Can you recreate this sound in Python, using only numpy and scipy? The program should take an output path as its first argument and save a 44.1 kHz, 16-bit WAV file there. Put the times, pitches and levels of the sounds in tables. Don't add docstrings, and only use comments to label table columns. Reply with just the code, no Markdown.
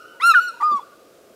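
import sys
import numpy as np
from scipy import signal
from scipy.io import wavfile
from scipy.ndimage import uniform_filter1d

SR = 44100
rng = np.random.default_rng(int(sys.argv[2]) if len(sys.argv) > 2 else 0)


def waveform_to_disk(signal):
    frames = np.transpose(np.atleast_2d(signal))
    scaled = np.clip(frames, -1, 1) * 32767
    samples = np.round(scaled).astype(np.int16)
    wavfile.write(sys.argv[1], SR, samples)


def volts(x):
    e = np.asarray(x, float) / 20
    return 10 ** e


N = 59535
LEAD = 22050

# multiple of the pitch, level in dB.
YELP_TONE = [(1, 0), (2, -24), (3, -32), (4, -28.5), (5, -41), (6, -45), (7, -46.5), (8, -40.5), (9, -43.5),
             (10, -46.5), (11, -56)]


def rms_one(x):
    return x / np.sqrt(np.mean(x ** 2) + 1e-20)


def clock():
    return (np.arange(N + LEAD) - LEAD) / SR


def drift(rate_hz, count=N + LEAD):
    r = np.exp(-2 * np.pi * rate_hz / SR)
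    white = rng.standard_normal(count + 4000)
    smooth = signal.lfilter([1], [1, -2 * r, r * r], white)
    return rms_one(smooth[4000:])


def highpass(x, order, hz):
    return signal.sosfilt(signal.butter(order, hz, "high", fs=SR, output="sos"), x)


def bandpass(x, order, low_hz, high_hz):
    return signal.sosfilt(signal.butter(order, [low_hz, high_hz], "band", fs=SR, output="sos"), x)


def coloured(spectrum, patchy_db=0):
    hz, db = np.transpose(spectrum)
    count = int(3 * np.log2(hz[-1] / hz[0])) + 2
    edges = np.geomspace(hz[0], hz[-1], count)
    white, out = rng.standard_normal((2, N + LEAD)), 0
    for k, (low, high) in enumerate(zip(edges, edges[1:])):
        band = bandpass(white[k % 2], 2, low, high)
        middle = np.log(low * high) / 2
        level_db = np.interp(middle, np.log(hz), db) + patchy_db * drift(3.7)
        out = out + band * volts(level_db)
    return rms_one(out)


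def note(rows, tone, breath, waver_db, flares=(), flares_db=(), size=200):
    jitter, jitter_hz = 0.0022, 78.4
    shimmer_db, shimmer_hz, overtone_shimmer_hz = .3, 60, 30
    breath_db, breath_opens = -45, 0.22
    s, *columns = np.transpose(rows)
    on = (clock() > s[0] - .01) & (clock() < s[-1] + .01)
    t = clock()[on]
    hz, db, open_db, tilt = [uniform_filter1d(np.interp(t, s, c), size=130) for c in columns]

    pitch = uniform_filter1d(hz, size=size) * (1 + jitter * drift(jitter_hz, len(t)))
    phase = 2 * np.pi * np.cumsum(pitch) / SR
    voice = np.sin(phase) * volts(shimmer_db * drift(shimmer_hz, len(t)))
    voice = voice + volts(breath_db + breath_opens * open_db) * breath[on]
    for k, k_db in tone[1:]:
        waver = waver_db * drift(overtone_shimmer_hz, len(t))
        for (start, length, multiple), flare_db in zip(flares, flares_db):
            if round(multiple) == k:
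                swing = np.sin(np.pi * np.clip((t - start) / length, 0, 1))
                waver = waver + flare_db * np.abs(swing) ** .5
        overtone = np.sin(k * phase + rng.uniform(0, 2 * np.pi))
        voice = voice + overtone * volts(k_db + open_db + tilt * np.log2(k / 2) + waver)

    gate = uniform_filter1d(1. * ((t > s[0]) & (t < s[-1])), size=130)
    out = np.zeros(N + LEAD)
    out[on] = np.sqrt(2) * gate * volts(db) * voice
    return out


def arch(breath):
    # time in s, pitch in Hz, level in dB, overtone gain in dB, overtone tilt in dB per octave.
    arch_rows = [
        (.2, 927, -38.5, 23, -20),
        (.209, 1031, -36, 21.5, -4.5),
        (.219, 1192, -25.5, 11, -6),
        (.231, 1324, -20, 8.5, -5),
        (.239, 1342, -12.5, 3.5, -4.5),
        (.271, 1412, -11.5, -4, 7),
        (.299, 1376, -8.5, -2, 0),
        (.318, 1307, -11, 2, 1),
        (.332, 1205, -28, 7, -5),
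    ]
    tail_rows = [
        (.33, 1223, -32.5, 15, -11.5),
        (.338, 1245, -17, 6, -15.5),
        (.346, 1224, -18, 2, -13),
        (.353, 1184, -32.5, 2.3, -10),
    ]
    # multiple of the pitch, level in dB.
    arch_tone = [(1, 0), (2, -18), (3, -20), (4, -28.5), (5, -32), (6, -36.5), (7, -42), (8, -40),
                 (9, -41.5), (10, -35), (11, -53)]
    # start in s, length in s, multiple of the pitch.
    arch_flares = [(.203, .011, 2), (.215, .006, 2), (.225, .006, 2), (.2, .01, 3), (.216, .005, 3),
                   (.219, .008, 3), (.25, .05, 6), (.3, .035, 5), (.235, .08, 7), (.212, .04, 8),
                   (.212, .035, 9), (.25, .05, 10), (.24, .06, 11)]
    arch_flare_gains = [1.5, -5, -14, -19.5, -4.5, 9.5, 4, -2, 11, 19, 8, -3, 6]
    main = note(arch_rows, arch_tone, breath, waver_db=1.5, flares=arch_flares,
                flares_db=arch_flare_gains, size=700)
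    return main + note(tail_rows, arch_tone, breath, waver_db=1.5)


def yelp(breath):
    # time in s, pitch in Hz, level in dB, overtone gain in dB, overtone tilt in dB per octave.
    yelp_rows = [
        (.347, 1593, -10.5, -1, -8.5),
        (.354, 1491, -9.5, -0.5, -11.5),
        (.375, 1420, -8, -6, -3),
        (.396, 1345, -13.5, -7.5, 4),
        (.404, 1463, -21.5, -3, -4),
        (.425, 1464, -24, 4.5, -4),
        (.482, 1443, -26, 4, -2.5),
        (.494, 1349, -26.5, -2.5, 0.5),
        (.511, 1341, -35, -16, -13),
    ]
    # start in s, length in s, multiple of the pitch.
    yelp_flares = [(.357, .02, 2), (.345, .012, 2), (.38, .016, 2), (.4, .03, 3), (.466, .036, 3),
                   (.345, .04, 4), (.48, .018, 4), (.405, .07, 5), (.478, .022, 6), (.348, .025, 7),
                   (.348, .02, 8), (.398, .055, 8), (.405, .085, 9), (.42, .07, 10), (.37, .02, 11)]
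    yelp_flare_gains = [4.5, -5.5, -15, 9, 15.5, -5, 9.5, 14, 23, 26, 18.5, 15.5, 8, 17.5, 9]
    return note(yelp_rows, YELP_TONE, breath, waver_db=2, flares=yelp_flares, flares_db=yelp_flare_gains)


def soft_note(breath):
    # time in s, pitch in Hz, level in dB, overtone gain in dB, overtone tilt in dB per octave.
    soft_rows = [
        (.599, 1127, -45.5, 4, -6),
        (.61, 1196, -24.5, 4, 8.5),
        (.623, 1115, -24.5, 2.5, 1.5),
        (.632, 1218, -15, 2.5, 3),
        (.665, 1232, -15.5, -6.5, -1),
        (.7, 1206, -18, -5, 5.5),
        (.74, 1163, -17, -7, 3.5),
        (.776, 1113, -23.5, 0, 6.5),
        (.79, 1087, -32.5, 6, 1.5),
    ]
    # multiple of the pitch, level in dB.
    soft_tone = [(1, 0), (2, -47.5), (3, -48), (4, -44.5), (5, -55), (6, -53.5), (7, -59.5), (8, -79),
                 (9, -57.5), (10, -63), (11, -78.5)]
    # start in s, length in s, multiple of the pitch.
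    soft_flares = [(.622, .045, 2), (.766, .025, 2), (.6, .04, 3), (.71, .036, 3), (.755, .035, 3),
                   (.635, .05, 4), (.705, .04, 4), (.75, .05, 4), (.745, .042, 5), (.625, .032, 6),
                   (.72, .02, 6), (.75, .032, 6), (.765, .015, 7), (.63, .05, 9), (.715, .025, 9)]
    soft_flare_gains = [15.5, 19.5, -11.5, 18.5, 15, 18.5, 16, -10, 16, 13, 14.5, 5, 14.5, 9, 8.5]
    return note(soft_rows, soft_tone, breath, waver_db=1.5, flares=soft_flares, flares_db=soft_flare_gains)


def cracks():
    # start in s, length in s, from pitch in Hz, to pitch in Hz, level in dB.
    crack_rows = [(.2, .014, 1450, 1440, -38), (.338, .0095, 1730, 1720, -15), (.53, .028, 940, 960, -48),
                  (.558, .025, 960, 930, -47), (.599, .012, 980, 930, -34), (.606, .023, 930, 900, -27),
                  (.604, .012, 1950, 2000, -43), (.614, .012, 1800, 1900, -41),
                  (.788, .011, 1040, 940, -27), (.797, .02, 960, 740, -46), (.822, .021, 1170, 1180, -42),
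                  (.8, .022, 1100, 1150, -46), (.79, .036, 3400, 3440, -55), (.13, .051, 900, 940, -57),
                  (.86, .03, 1190, 1100, -52), (.895, .05, 1180, 1130, -52), (.835, .045, 1460, 1360, -53),
                  (.91, .04, 1400, 1460, -55), (.53, .06, 1400, 1440, -46)]
    # start in s, length in s, level in dB.
    rasp_rows = [
        (.2, .025, -47),
        (.338, .02, -44),
        (.605, .027, -46),
        (.785, .015, -60),
    ]
    # frequency in Hz, level in dB per Hz.
    joint_rasp = [(1500, 3), (3000, -5.5), (5500, -11.5), (8000, -18.5), (12000, -21), (16000, -29.5)]
    rough, flutter_hz = .28, 90
    t, out, rasp = clock(), 0, coloured(joint_rasp)
    flutter = 1 + rough * drift(flutter_hz)
    wobble = rough * drift(flutter_hz)
    for s, length, from_hz, to_hz, db in crack_rows:
        u = np.clip((t - s) / length, 0, 1)
        phase = 2 * np.pi * length * (from_hz * u + (to_hz - from_hz) * u * u / 2) + wobble
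        voice = np.sin(phase) + volts(-36) * np.sin(2 * phase)
        swell = np.abs(np.sin(np.pi * u ** 1.5)) ** 0.66
        out = out + volts(db + 3.5) * swell * flutter * voice
    for s, length, db in rasp_rows:
        swell = np.sin(np.pi * np.clip((t - s) / length, 0, 1))
        out = out + volts(db) * swell * rasp
    return out


def earlier_cry(breath):
    # time in s, pitch in Hz, level in dB, overtone gain in dB, overtone tilt in dB per octave.
    earlier_rows = [
        (-.34, 1150, -37, -0.7, 0.044),
        (-.3, 1233, -4.5, -11.5, 0.015),
        (-.2, 1406, -10, -1.3, 0),
        (-.1, 1468, -22, -4.5, 0),
        (-.06, 1300, -45.5, -5, 0),
    ]
    return note(earlier_rows, YELP_TONE, breath, waver_db=4.5)


def far_echo(breath):
    # time in s, pitch in Hz, level in dB, overtone gain in dB, overtone tilt in dB per octave.
    far_rows = [
        (0, 1471, -54.5, 8.3, -6),
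        (.1, 1508, -52, 16.3, -31),
        (.17, 1484, -51.5, 14.2, -20),
        (.2, 1400, -64, 10, -8),
    ]
    return note(far_rows, YELP_TONE[:3], breath, waver_db=3.0)


def open_land(x):
    near_db, near_t60_s = -27, 0.18
    far_db, far_t60_s, far_start_s = -34.5, 1.2, 0.037
    t = np.arange(SR * 3 // 2) / SR
    near, far = rng.standard_normal((2, len(t)))
    near = near * volts(-60 * t / near_t60_s) * (t > .002)
    far = far * volts(-60 * t / far_t60_s) * np.clip(t / far_start_s, 0, 1)
    echo = volts(near_db) * near / np.linalg.norm(near) + volts(far_db) * far / np.linalg.norm(far)
    echo = signal.sosfilt(signal.butter(1, 11000, fs=SR, output="sos"), echo)
    return signal.fftconvolve(x, echo)[:len(x)]


def bumps():
    # start in s, level in dB, decay in s.
    bump_rows = [
        (.712, -56, .03),
        (.075, -55, .02),
        (1.27, -53, .015),
        (1.3, -49, .012),
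        (.35, -54, .02),
    ]
    low_hz, high_hz = 184, 530
    t, white = clock(), rng.standard_normal(N + LEAD)
    shape = sum(volts(db) * (t > s) * np.exp(-np.abs(t - s) / decay) for s, db, decay in bump_rows)
    return bandpass(shape * white, 3, low_hz, high_hz) / np.sqrt(2 * (high_hz - low_hz) / SR)


def knocks():
    # start in s, frequency in Hz, peak level in dB.
    knock_rows = [
        (.711, 221, -39),
        (.711, 554, -37.5),
        (.711, 754, -49),
        (.72, 361, -35),
        (0.737, 227.6, -36),
        (.737, 513, -56.5),
    ]
    t60_s, rise_s = 0.08, 0.0016
    t, rings = clock(), 0
    for s, hz, db in knock_rows:
        fade = volts(db + 4.5 - 60 * np.abs(t - s) / t60_s)
        rise = 1 - np.exp(-np.clip(t - s, 0, 9) / rise_s)
        rings = rings + fade * rise * np.sin(2 * np.pi * hz * (t - s))
    return highpass(rings, 4, 160)


def tick():
    start_s, decay_s, level_db, low_hz = .711, .006, -46, 3300
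    t = clock()
    shape = volts(level_db) * (t > start_s) * np.exp(-np.abs(t - start_s) / decay_s)
    white = rng.standard_normal(N + LEAD) * shape
    return bandpass(white, 2, low_hz, 2.2 * low_hz) + volts(-10.5) * white


def hum():
    # frequency in Hz, level in dB per Hz.
    hum_colour = [(15, -53.5), (25, -31), (117, -19), (178, -14.5), (245, -13), (305, -8.5), (334, -6),
                  (499, -3.5), (700, -9.5), (1000, -39.5), (1300, -70), (2200, -120)]
    return volts(-52) * coloured(hum_colour, patchy_db=0.4)


def hiss():
    # frequency in Hz, level in dB per Hz.
    hiss_colour = [(530, -39), (900, -42), (1090, -5.5), (1320, -4), (1720, -13), (4630, -15), (15700, -22)]
    return volts(-58) * coloured(hiss_colour, patchy_db=.3)


def scene():
    # frequency in Hz, level in dB per Hz.
    breath_colour = [(1500, -6.5), (3000, -3), (6000, -17), (12000, -24), (16000, -21)]
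    breath = coloured(breath_colour)
    eagle = arch(breath) + yelp(breath) + soft_note(breath) + earlier_cry(breath)
    eagle = highpass(eagle, 4, 600)
    second = highpass(cracks(), 4, 600)
    beamed = highpass(eagle, 6, 1887)
    echoes = open_land(eagle + volts(-4) * second + volts(18.5) * beamed)
    mix = eagle + second + echoes + far_echo(breath)
    mix = mix + bumps() + knocks() + tick() + hum() + hiss()
    return mix[None, LEAD:]


def roll_off(x):
    return signal.sosfilt(signal.butter(12, 15790, fs=SR, output="sos"), x)


def record(dry):
    x = highpass(dry, 2, 15)
    x = signal.sosfilt(signal.ellip(10, .5, 60, 15800, fs=SR, output="sos"), x)
    return roll_off(x)


dry = scene()
out = record(dry)
waveform_to_disk(out)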